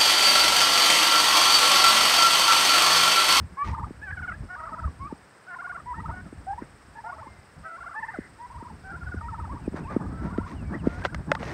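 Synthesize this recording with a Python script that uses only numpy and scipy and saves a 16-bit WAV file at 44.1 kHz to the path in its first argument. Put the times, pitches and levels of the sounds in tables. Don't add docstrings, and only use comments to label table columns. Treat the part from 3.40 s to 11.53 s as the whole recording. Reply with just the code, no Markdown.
import sys
import numpy as np
from scipy import signal
from scipy.fft import rfft, irfft, next_fast_len
from scipy.io import wavfile
from scipy.ndimage import map_coordinates

SR = 44100
rng = np.random.default_rng(int(sys.argv[2]) if len(sys.argv) > 2 else 0)


def pcm_store(signal):
    levels = np.round(np.clip(np.atleast_2d(signal), -1, 1) * 32767)
    wavfile.write(sys.argv[1], SR, levels.astype(np.int16).T)


def invert_db(level):
    return 10 ** (np.asarray(level, dtype=float) / 20)


N = 358533
T = np.arange(N) / SR

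# start in seconds, end in seconds, start pitch in Hz, end
# pitch in Hz, level in dB.
DEEP_WHISTLES = [(1.086, 1.145, 721, 725, -42), (2.067, 2.131, 746, 693, -43),
                 (2.709, 2.8, 736, 731, -45.5), (4.233, 4.353, 649, 673, -45),
                 (4.238, 4.308, 782, 704, -46.5), (6.698, 6.898, 650, 678, -53)]
THIN_WHISTLES = [(1.165, 1.278, 624, 664.4, -43.5), (5.486, 5.545, 723, 682, -45)]
BRIGHT_WHISTLES = [(0.615, 0.701, 868, 752, -40.5), (0.91, 0.942, 758, 820, -48)]
EVEN_WHISTLES = [(0.163, 0.217, 842, 867, -51), (2.54, 2.599, 900, 949, -49), (2.681, 2.695, 774, 650, -47),
                 (2.848, 2.873, 706, 642, -58.5), (3.55, 3.586, 852, 848, -52.5),
                 (3.644, 3.706, 692, 710, -44), (4.549, 4.592, 862, 886, -36),
                 (5.436, 5.512, 766, 777, -47.5), (7.442, 7.578, 688, 720, -50.5)]
ROUND_WHISTLES = [(5.808, 5.878, 935, 948, -57.5)]
HOLLOW_WHISTLES = [(4.986, 5.052, 947, 970, -61.5)]
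PLAIN_WHISTLES = [(0.17, 0.234, 1114, 1169, -31.5), (1.153, 1.253, 950, 950, -51),
                  (1.594, 1.658, 1078, 1142, -42), (2.458, 2.524, 990, 975, -37.5),
                  (3.067, 3.126, 776, 804, -33.5), (3.177, 3.184, 875, 945, -39.5),
                  (3.547, 3.598, 910, 917, -48.5), (3.638, 3.674, 872, 910, -40),
                  (6.446, 6.483, 912, 1092, -43.5), (6.832, 6.901, 946, 981, -49.5),
                  (7.331, 7.343, 1116, 1860, -36.5), (7.885, 7.948, 873, 886, -40.5)]
# first crest in seconds, last crest in seconds, trough in Hz,
# crest in Hz, level in dB.
DEEP_WARBLES = [
    (1.165, 1.271, 634, 1248, -42),
    (2.17, 2.38, 696, 1205, -39.5),
    (4.39, 4.548, 670, 1254, -42.5),
    (6.91, 7.066, 679, 1071, -46.5),
]
THIN_WARBLES = [
    (1.294, 1.456, 631.5, 988, -39),
    (5.581, 5.792, 701, 1283, -42),
]
BRIGHT_WARBLES = [(0.732, 0.899, 715, 1340, -39.5)]
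EVEN_WARBLES = [
    (3.717, 3.819, 636, 1044, -52),
    (4.613, 4.722, 870, 1340, -37),
]
ROUND_WARBLES = [(5.887, 6.054, 906, 1289, -53.5)]
HOLLOW_WARBLES = [(5.135, 5.289, 929, 1390, -60.5)]
PLAIN_WARBLES = [(0.247, 0.446, 905, 1226, -39.5), (0.335, 0.433, 842, 1060, -46),
                 (1.281, 1.442, 937, 1236, -46), (1.679, 1.73, 896, 1298, -46),
                 (2.546, 2.715, 892, 1300, -40), (3.691, 3.693, 840, 1180, -47),
                 (3.732, 3.88, 849, 1102, -44.5), (6.126, 6.177, 943, 1125, -44.5),
                 (6.513, 6.667, 876, 1278, -44.5), (6.914, 7.129, 930, 1147, -48.5)]
# start in seconds, end in seconds, half-way partials under the voice in dB.
DOUBLED_NOTES = [
    (0.182, .24, -40),
    (0.66, 0.714, -15),
    (1.076, 1.143, -13),
    (2.092, 2.158, -8.5),
    (2.74, 2.82, -15),
]
# frequency in Hz, level in dB.
THIRD_PARTIAL = [(1700, -7), (2150, -22), (2500, -30), (3300, -39)]
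# frequency in Hz, level in dB.
SECOND_PARTIAL = [(900, -19), (1850, -18.5), (2300, -21.5), (2800, -24)]

# time in seconds, peak level in dB.
FOOTFALLS = [(0.506, -27), (1.724, -23), (2.926, -29.5), (3.22, -24.5), (3.868, -37.5), (4.786, -20),
             (5.224, -31.5), (5.742, -24.5), (6.277, -15), (6.341, -20.5), (6.563, -9.5), (6.982, -12.5),
             (7.47, -8)]
# start
# in seconds, end in seconds, level in dB, brightness in dB.
RUSTLES = [(0.234, 0.358, -44.5, 0), (3.204, 3.277, -45.5, -27), (4.63, 4.908, -67, -18),
           (6.348, 6.418, -32.5, -13), (6.492, 6.594, -37, -18), (6.808, 6.946, -46.5, -11.5),
           (7.053, 7.172, -48.5, -2.5), (7.318, 7.394, -37.5, -18), (7.446, 7.673, -45.5, -8),
           (7.636, 7.675, -21, -2.5), (7.987, 8.2, -39.5, -10.5), (8.02, 8.2, -62, 11)]
# frequency in Hz, density in dB per Hz.
GRASS_BODY = [(300, 0.5), (700, -5.5), (1700, -9), (2500, -24.5)]
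# frequency in Hz, density in dB per Hz.
DRY_BLADES = [(1800, 3.5), (3000, -12.5), (5800, -15.5), (7500, -26), (15000, -42.5)]
# time in seconds, peak level in dB, body of the sheet in dB.
KNOCKS = [
    (6.977, -39, 10),
    (7.6186, -41, 10.5),
    (7.6494, -25, 12),
    (7.6551, -28.5, 11),
    (7.7453, -24.5, -2),
    (7.9161, -14.5, 7),
    (7.9506, -23, 6),
    (8.004, -56, 11),
    (8.0286, -35.5, 13),
]
# frequency in Hz, width in Hz, level in dB.
SHEET_MODES = [(570, 123, 1), (1300, 510, 3.5), (2100, 275, -5)]
# frequency in Hz, width in Hz, level in dB.
EDGE_MODES = [(3600, 3900, 3.5), (8400, 1250, -72)]

# time in seconds, level in dB.
GUSTS = [(0.0, -32), (0.2, -55.5), (0.27, -30), (0.61, -45.5), (1.06, -39), (1.13, -60.5), (1.47, -35),
         (1.54, -46.5), (1.72, -43.5), (1.94, -76), (2.6, -36.5), (4.12, -59.5), (4.21, -45), (4.3, -62.5),
         (5.77, -38), (5.82, -44.5), (6.05, -37), (8.13, -36)]
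# frequency in Hz, density in dB per Hz.
BUFFET_COLOUR = [(13, -56.5), (22, -22), (59, -2.5), (75, 0), (200, -16), (260, -29.5), (440, -120)]
# frequency in Hz, density in dB per Hz.
FLUTTER_COLOUR = [(80, -41), (150, 1), (280, -4.5), (500, -21), (900, -20), (1800, -27)]
# start in seconds, end in seconds, start pitch in Hz, end pitch in Hz, level in dB.
BIRD_SLIDES = [(3.86, 4.047, 2130, 2036, -59), (4.63, 4.87, 2085, 1995, -58), (4.739, 4.774, 800, 584, -46),
               (4.744, 4.762, 1620, 1260, -37), (6.754, 6.818, 1660, 1440, -55),
               (5.83, 5.865, 2650, 2230, -63), (6.4, 6.422, 2650, 2300, -58),
               (6.434, 6.47, 2780, 2330, -57.5), (6.47, 6.476, 2350, 2870, -46),
               (6.212, 6.27, 2900, 2400, -61), (7.16, 7.244, 3040, 2380, -59),
               (7.24, 7.324, 2310, 2240, -60), (7.385, 7.424, 3200, 2400, -58),
               (7.62, 7.641, 1450, 1750, -41), (7.677, 7.707, 1400, 1680, -42.5),
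               (7.722, 7.768, 1397, 1575, -44), (7.963, 7.978, 1100, 1230, -42)]
# start in seconds, end in seconds, level in dB.
FAR_FLOCK = [
    (3.205, 3.255, -53),
    (4.624, 4.889, -52),
]
# frequency in Hz, density in dB per Hz.
FLOCK_COLOUR = [(1150, -13), (1450, -3), (1800, 3), (2100, 1), (2350, -34)]
# frequency in Hz, density in dB per Hz.
YARD_COLOUR = [(100, -12), (180, -15.5), (590, -17), (900, -18), (1660, -17.5), (3190, -32.5), (5090, -35),
               (6280, -40), (8510, -34.5), (10300, -48.5), (16500, -50.5)]
# centre in Hz, spread in Hz, level in dB, chirps a second.
CRICKET_CHOIRS = [
    (5100, 530, -73, 30),
    (8335, 520, -71.5, 17),
]

# first partial in the low register in dB, crest in dB, place of the trough in a turn (1 is
# the next crest), share of the leap at the first crest (1 is the full leap), third partial in dB.
DEEP, THIN, BRIGHT = (-12, -1.5, .5, .8, 1.5), (-14.5, -10.5, 0.9, 0.7, -7.5), (-16, 0.5, 1.02, 1.7, 7.5)
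EVEN, ROUND = (-3, -17, 0.38, 0.4, 1.5), (14.5, 11, 0.92, 1.14, 1)
HOLLOW, PLAIN = (17, 9, .42, .42, -3), (-0.13, 1.5, 0.7, 1, -13)
# dip in dB, height in the leap 0-1, spread 0-1.
RICH_FALL, ROUND_FALL = (-14, .6, .2), (-15, 0.506, 0.29)
HOLLOW_FALL, PLAIN_FALL = (-20, .92, .25), (-15.5, 0.553, 0.38)
SWELL_DB = -2.5


def unit(x):
    return x / np.sqrt(np.mean(x ** 2) + 1e-20)


def filtered(x, response):
    m = next_fast_len(N + 8192)
    return irfft(rfft(x, m) * response(np.fft.rfftfreq(m, 1 / SR)), m)[:N]


def along(points, hz):
    f, db = np.transpose(points)
    return np.interp(np.log(hz + 1), np.log(f + 1), db, left=-120, right=-120)


def noise(colour):
    return unit(filtered(rng.standard_normal(N), lambda hz: invert_db(along(colour, hz))))


def wobble(rate):
    return map_coordinates(rng.standard_normal(int(N * rate / SR) + 4), [T * rate])


def swell(start, end, rise, fall):
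    return np.clip((T - start) / rise, 0, 1) * np.clip((end - T) / fall, 0, 1)


def pulse_phase(rate):
    return 2 * np.pi * np.cumsum(rate) / SR


def ease(v):
    return .5 - .5 * np.cos(np.pi * v)


def turkeys():
    dry, breath = np.zeros(N), wobble(120)
    doubling = sum(invert_db(db) * swell(a, b, 0.024, 0.0021) for a, b, db in DOUBLED_NOTES)
    flock = ((DEEP, RICH_FALL, DEEP_WHISTLES, DEEP_WARBLES), (THIN, RICH_FALL, THIN_WHISTLES, THIN_WARBLES),
             (BRIGHT, RICH_FALL, BRIGHT_WHISTLES, BRIGHT_WARBLES), (EVEN, RICH_FALL, EVEN_WHISTLES, EVEN_WARBLES),
             (ROUND, ROUND_FALL, ROUND_WHISTLES, ROUND_WARBLES),
             (HOLLOW, HOLLOW_FALL, HOLLOW_WHISTLES, HOLLOW_WARBLES),
             (PLAIN, PLAIN_FALL, PLAIN_WHISTLES, PLAIN_WARBLES))
    for bird, fall, whistles, warbles in flock:
        low_db, crest_db, _, _, third_db = bird
        for points in phrases(whistles, warbles, bird):
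            s, hz, db, crest = np.transpose(points)
            first_db = db + np.where(crest, crest_db, low_db)
            if bird is PLAIN:
                second_db = first_db + along(SECOND_PARTIAL, 2 * hz)
            else:
                second_db = db - 27 * crest
            rows = np.transpose([s, hz, first_db, second_db])
            span, voice = call(rows, doubling, breath, third_db, *fall)
            dry[span] += voice
    dry *= invert_db(1.6 * wobble(90))
    tail = rng.standard_normal(SR // 4) * invert_db(-60 * T[:SR // 4] / 0.17)
    late = np.pad(dry, (400, 0))
    echo = signal.fftconvolve(late, tail / np.linalg.norm(tail))[:N]
    return dry + invert_db(-16.0) * echo


def phrases(whistles, warbles, bird):
    join_s, rise_s = .047, .034
    flick_s, flick, flick_db = 0.014, 1.072, -3.5
    found, alone = [], list(whistles)
    for row in warbles:
        first, _, trough_hz, _, db = row
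        lead = [note for note in alone if 0 < first - note[1] < join_s]
        alone = [note for note in alone if note not in lead]
        opening = held(*lead[0]) if lead else [(first - rise_s, trough_hz, db + SWELL_DB, 0)]
        found.append(opening + warble(*row, bird))
    for note in alone:
        _, end, _, end_hz, db = note
        found.append(held(*note) + [(end + flick_s, flick * end_hz, db + flick_db, 0)])
    return found


def held(start, end, start_hz, end_hz, db):
    settled = start + min(0.01815, (end - start) / 3)
    return [(start, .92 * start_hz, db - 13, 0), (settled, start_hz, db + SWELL_DB, 0), (end, end_hz, db, 0)]


def warble(first, last, trough_hz, crest_hz, db, bird):
    turn_s, quicken = .055, .94
    fall_s, sag, fall_db = .03, .88, -5
    _, _, trough_place, first_leap, _ = bird
    beats = np.linspace(0, 1, round((last - first) / turn_s) + 1)
    crests = first + (last - first) * beats ** quicken
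    troughs = np.append(crests[:-1] + trough_place * np.diff(crests), crests[-1] + fall_s)
    chance = rng.standard_normal((len(crests), 4))
    highs, lows = np.transpose([crest_hz, trough_hz] * (1 + 0.0189 * chance[:, :2]))
    short = (1 - first_leap) * 0.54 ** np.arange(len(crests))
    highs -= short * (crest_hz - trough_hz)
    lows[-1] *= sag
    level = db + 2 * chance[:, 2:]
    level[:, 0] -= 0.5 * short
    level[-1, 1] += fall_db
    points = []
    for k in range(len(crests)):
        points.append((crests[k], highs[k], level[k, 0], 1))
        points.append((troughs[k], lows[k], level[k, 1], 0))
    return points


def call(rows, doubling, breath, third_db, fall_db, fall_at, fall_spread):
    s, hz, first_db, second_db = np.transpose(rows)
    span = slice(round(s[0] * SR), round(s[-1] * SR))
    t = T[span]
    k = np.clip(np.searchsorted(s, t) - 1, 0, len(s) - 2)
    leap = np.log(hz[k + 1] / hz[k])
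    up = leap > 0
    u = np.clip((t - s[k]) / (s[k + 1] - s[k]), 0, 1)
    height = np.where(up, u, 1 - u)
    crack_at = np.where(up, .66, fall_at)
    wide = np.clip((abs(leap) - .15) / 0.2827, 0, 1)
    cracked = 1 / (1 + np.exp(-(height - crack_at) / 0.069))
    climb = (1 - wide) * ease(height) + wide * (0.61 * ease(height ** 1.3) + 0.36 * cracked)
    pitch = np.minimum(hz[k], hz[k + 1]) * np.exp(abs(leap) * climb) * (1 + 0.01 * breath[span])
    high = (1 - wide) * height + wide * cracked
    share = np.where(up, high, 1 - high)
    near_crack = np.exp(-((height - crack_at) / np.where(up, .16, fall_spread)) ** 2)
    falter_db = np.where(up, -8, fall_db) * np.clip((abs(leap) - .08) / .2, 0, 1) * near_crack
    first, second = (invert_db(db[k] + (db[k + 1] - db[k]) * share + falter_db) for db in (first_db, second_db))
    second *= invert_db(np.where(up, 7, 3) * wide * height)
    second /= 1 + wide * (pitch / 1000) ** 12
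    phase = pulse_phase(pitch)
    voice = first * np.sin(phase) + second * np.sin(2 * phase + 1)
    for order in (3, 4):
        voice += second * invert_db(third_db + along(THIRD_PARTIAL, order * pitch)) * np.sin(order * phase)
    loud = np.maximum(first, second)
    voice += loud * doubling[span] * (np.sin(1.5 * phase) + np.sin(2.5 * phase))
    edges = np.clip((t - s[0]) / 0.0012, 0, 1) * np.clip((s[-1] - t) / 0.004, 0, 1)
    return span, invert_db(7.0) * voice * edges


def thumps():
    t, blows = T[:SR // 25], np.zeros(N)
    phase = 2 * np.pi * (165 * t + 330 * 0.0044 * (1 - np.exp(-t / 0.0029)))
    shape = (t / 0.0023) ** 2 * np.exp(-t / 0.0019) * np.sin(phase - 1.3)
    for s, db in FOOTFALLS:
        blows[round(s * SR)] = invert_db(db + 6.5)
    return signal.fftconvolve(blows, shape)[:N]


def rustle():
    clumps = invert_db(1.4 * wobble(70))
    body = unit(clumps * noise(GRASS_BODY))
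    blades = unit(clumps * invert_db(3.1 * wobble(400)) * noise(DRY_BLADES))
    return sum(invert_db(db) * swell(a, b, 0.021, 0.079) * (body + invert_db(bright_db - 0.5) * blades)
               for a, b, db, bright_db in RUSTLES)


def resonances(modes):
    return lambda f: sum((-1) ** k * invert_db(db) * 1j * f * w / (c * c - f * f + 1j * f * w)
                         for k, (c, w, db) in enumerate(modes))


def sheet_knocks():
    body, edge, t = np.zeros(N + SR), np.zeros(N + SR), T[:SR // 40]
    for s, db, body_db in KNOCKS:
        burst = rng.standard_normal(len(t)) * invert_db(-60 * t / 0.015) * np.clip(t / 0.00061, 0, 1)
        at = round(s * SR)
        body[at:][:len(t)] += invert_db(db + body_db + 13.5) * burst
        edge[at:][:len(t)] += invert_db(db + 2.5) * burst
    knocks = filtered(body[:N], resonances(SHEET_MODES)) + filtered(edge[:N], resonances(EDGE_MODES))
    return filtered(knocks, lambda f: (1 + 1j * f / 6500) ** -3)


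def wind():
    gust_db = np.interp(T, *np.transpose(GUSTS))
    lumps = wobble(9)
    buffet = unit(invert_db(2.5 * lumps + 3.6 * wobble(22)) * noise(BUFFET_COLOUR))
    flutter = unit(invert_db(0.51 * lumps + 6.4 * wobble(30)) * noise(FLUTTER_COLOUR))
    rising_db = np.interp(T, [6.15, 6.5], [-9, -2.5])
    flutter_db = gust_db + rising_db + 0.11 * (gust_db + 44.0)
    return invert_db(gust_db + 0.2) * buffet + invert_db(flutter_db) * flutter


def songbirds():
    song = np.zeros(N)
    for a, b, start_hz, end_hz, db in BIRD_SLIDES:
        slide = np.interp(T, [a, b], [start_hz, end_hz])
        song += invert_db(db) * swell(a, b, 0.0055, 0.0011) * np.sin(pulse_phase(slide))
    return invert_db(3.8 * wobble(50)) * song


def chatter():
    pulses = invert_db(2 * np.sin(pulse_phase(85 * (1 + 0.151 * wobble(6.1)))))
    babble = unit(pulses * noise(FLOCK_COLOUR))
    return babble * sum(invert_db(db) * swell(a, b, 0.014, .02) for a, b, db in FAR_FLOCK)


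def yard():
    sound = invert_db(-54.5) * noise(YARD_COLOUR)
    for hz, spread_hz, db, rate in CRICKET_CHOIRS:
        hiss = rng.standard_normal(N)
        band = unit(filtered(hiss, lambda f: np.exp(-.5 * ((f - hz) / spread_hz) ** 2)))
        beat = np.sin(pulse_phase(rate * (1 + 0.122 * wobble(2.6))))
        sound += invert_db(db + 4 * beat + 0.79 * wobble(1.62)) * band
    return sound


def scene():
    animals = turkeys() + songbirds() + chatter()
    ground = thumps() + rustle() + sheet_knocks()
    return (animals + ground + wind() + yard())[None]


def top_cut(x):
    return signal.sosfilt(signal.butter(12, 16690, fs=SR, output="sos"), x)


def record(dry):
    kept = filtered(dry.sum(axis=0), lambda hz: invert_db(-26 * (hz > 15760)))
    return top_cut(kept[None])


dry = scene()
out = record(dry)
pcm_store(out)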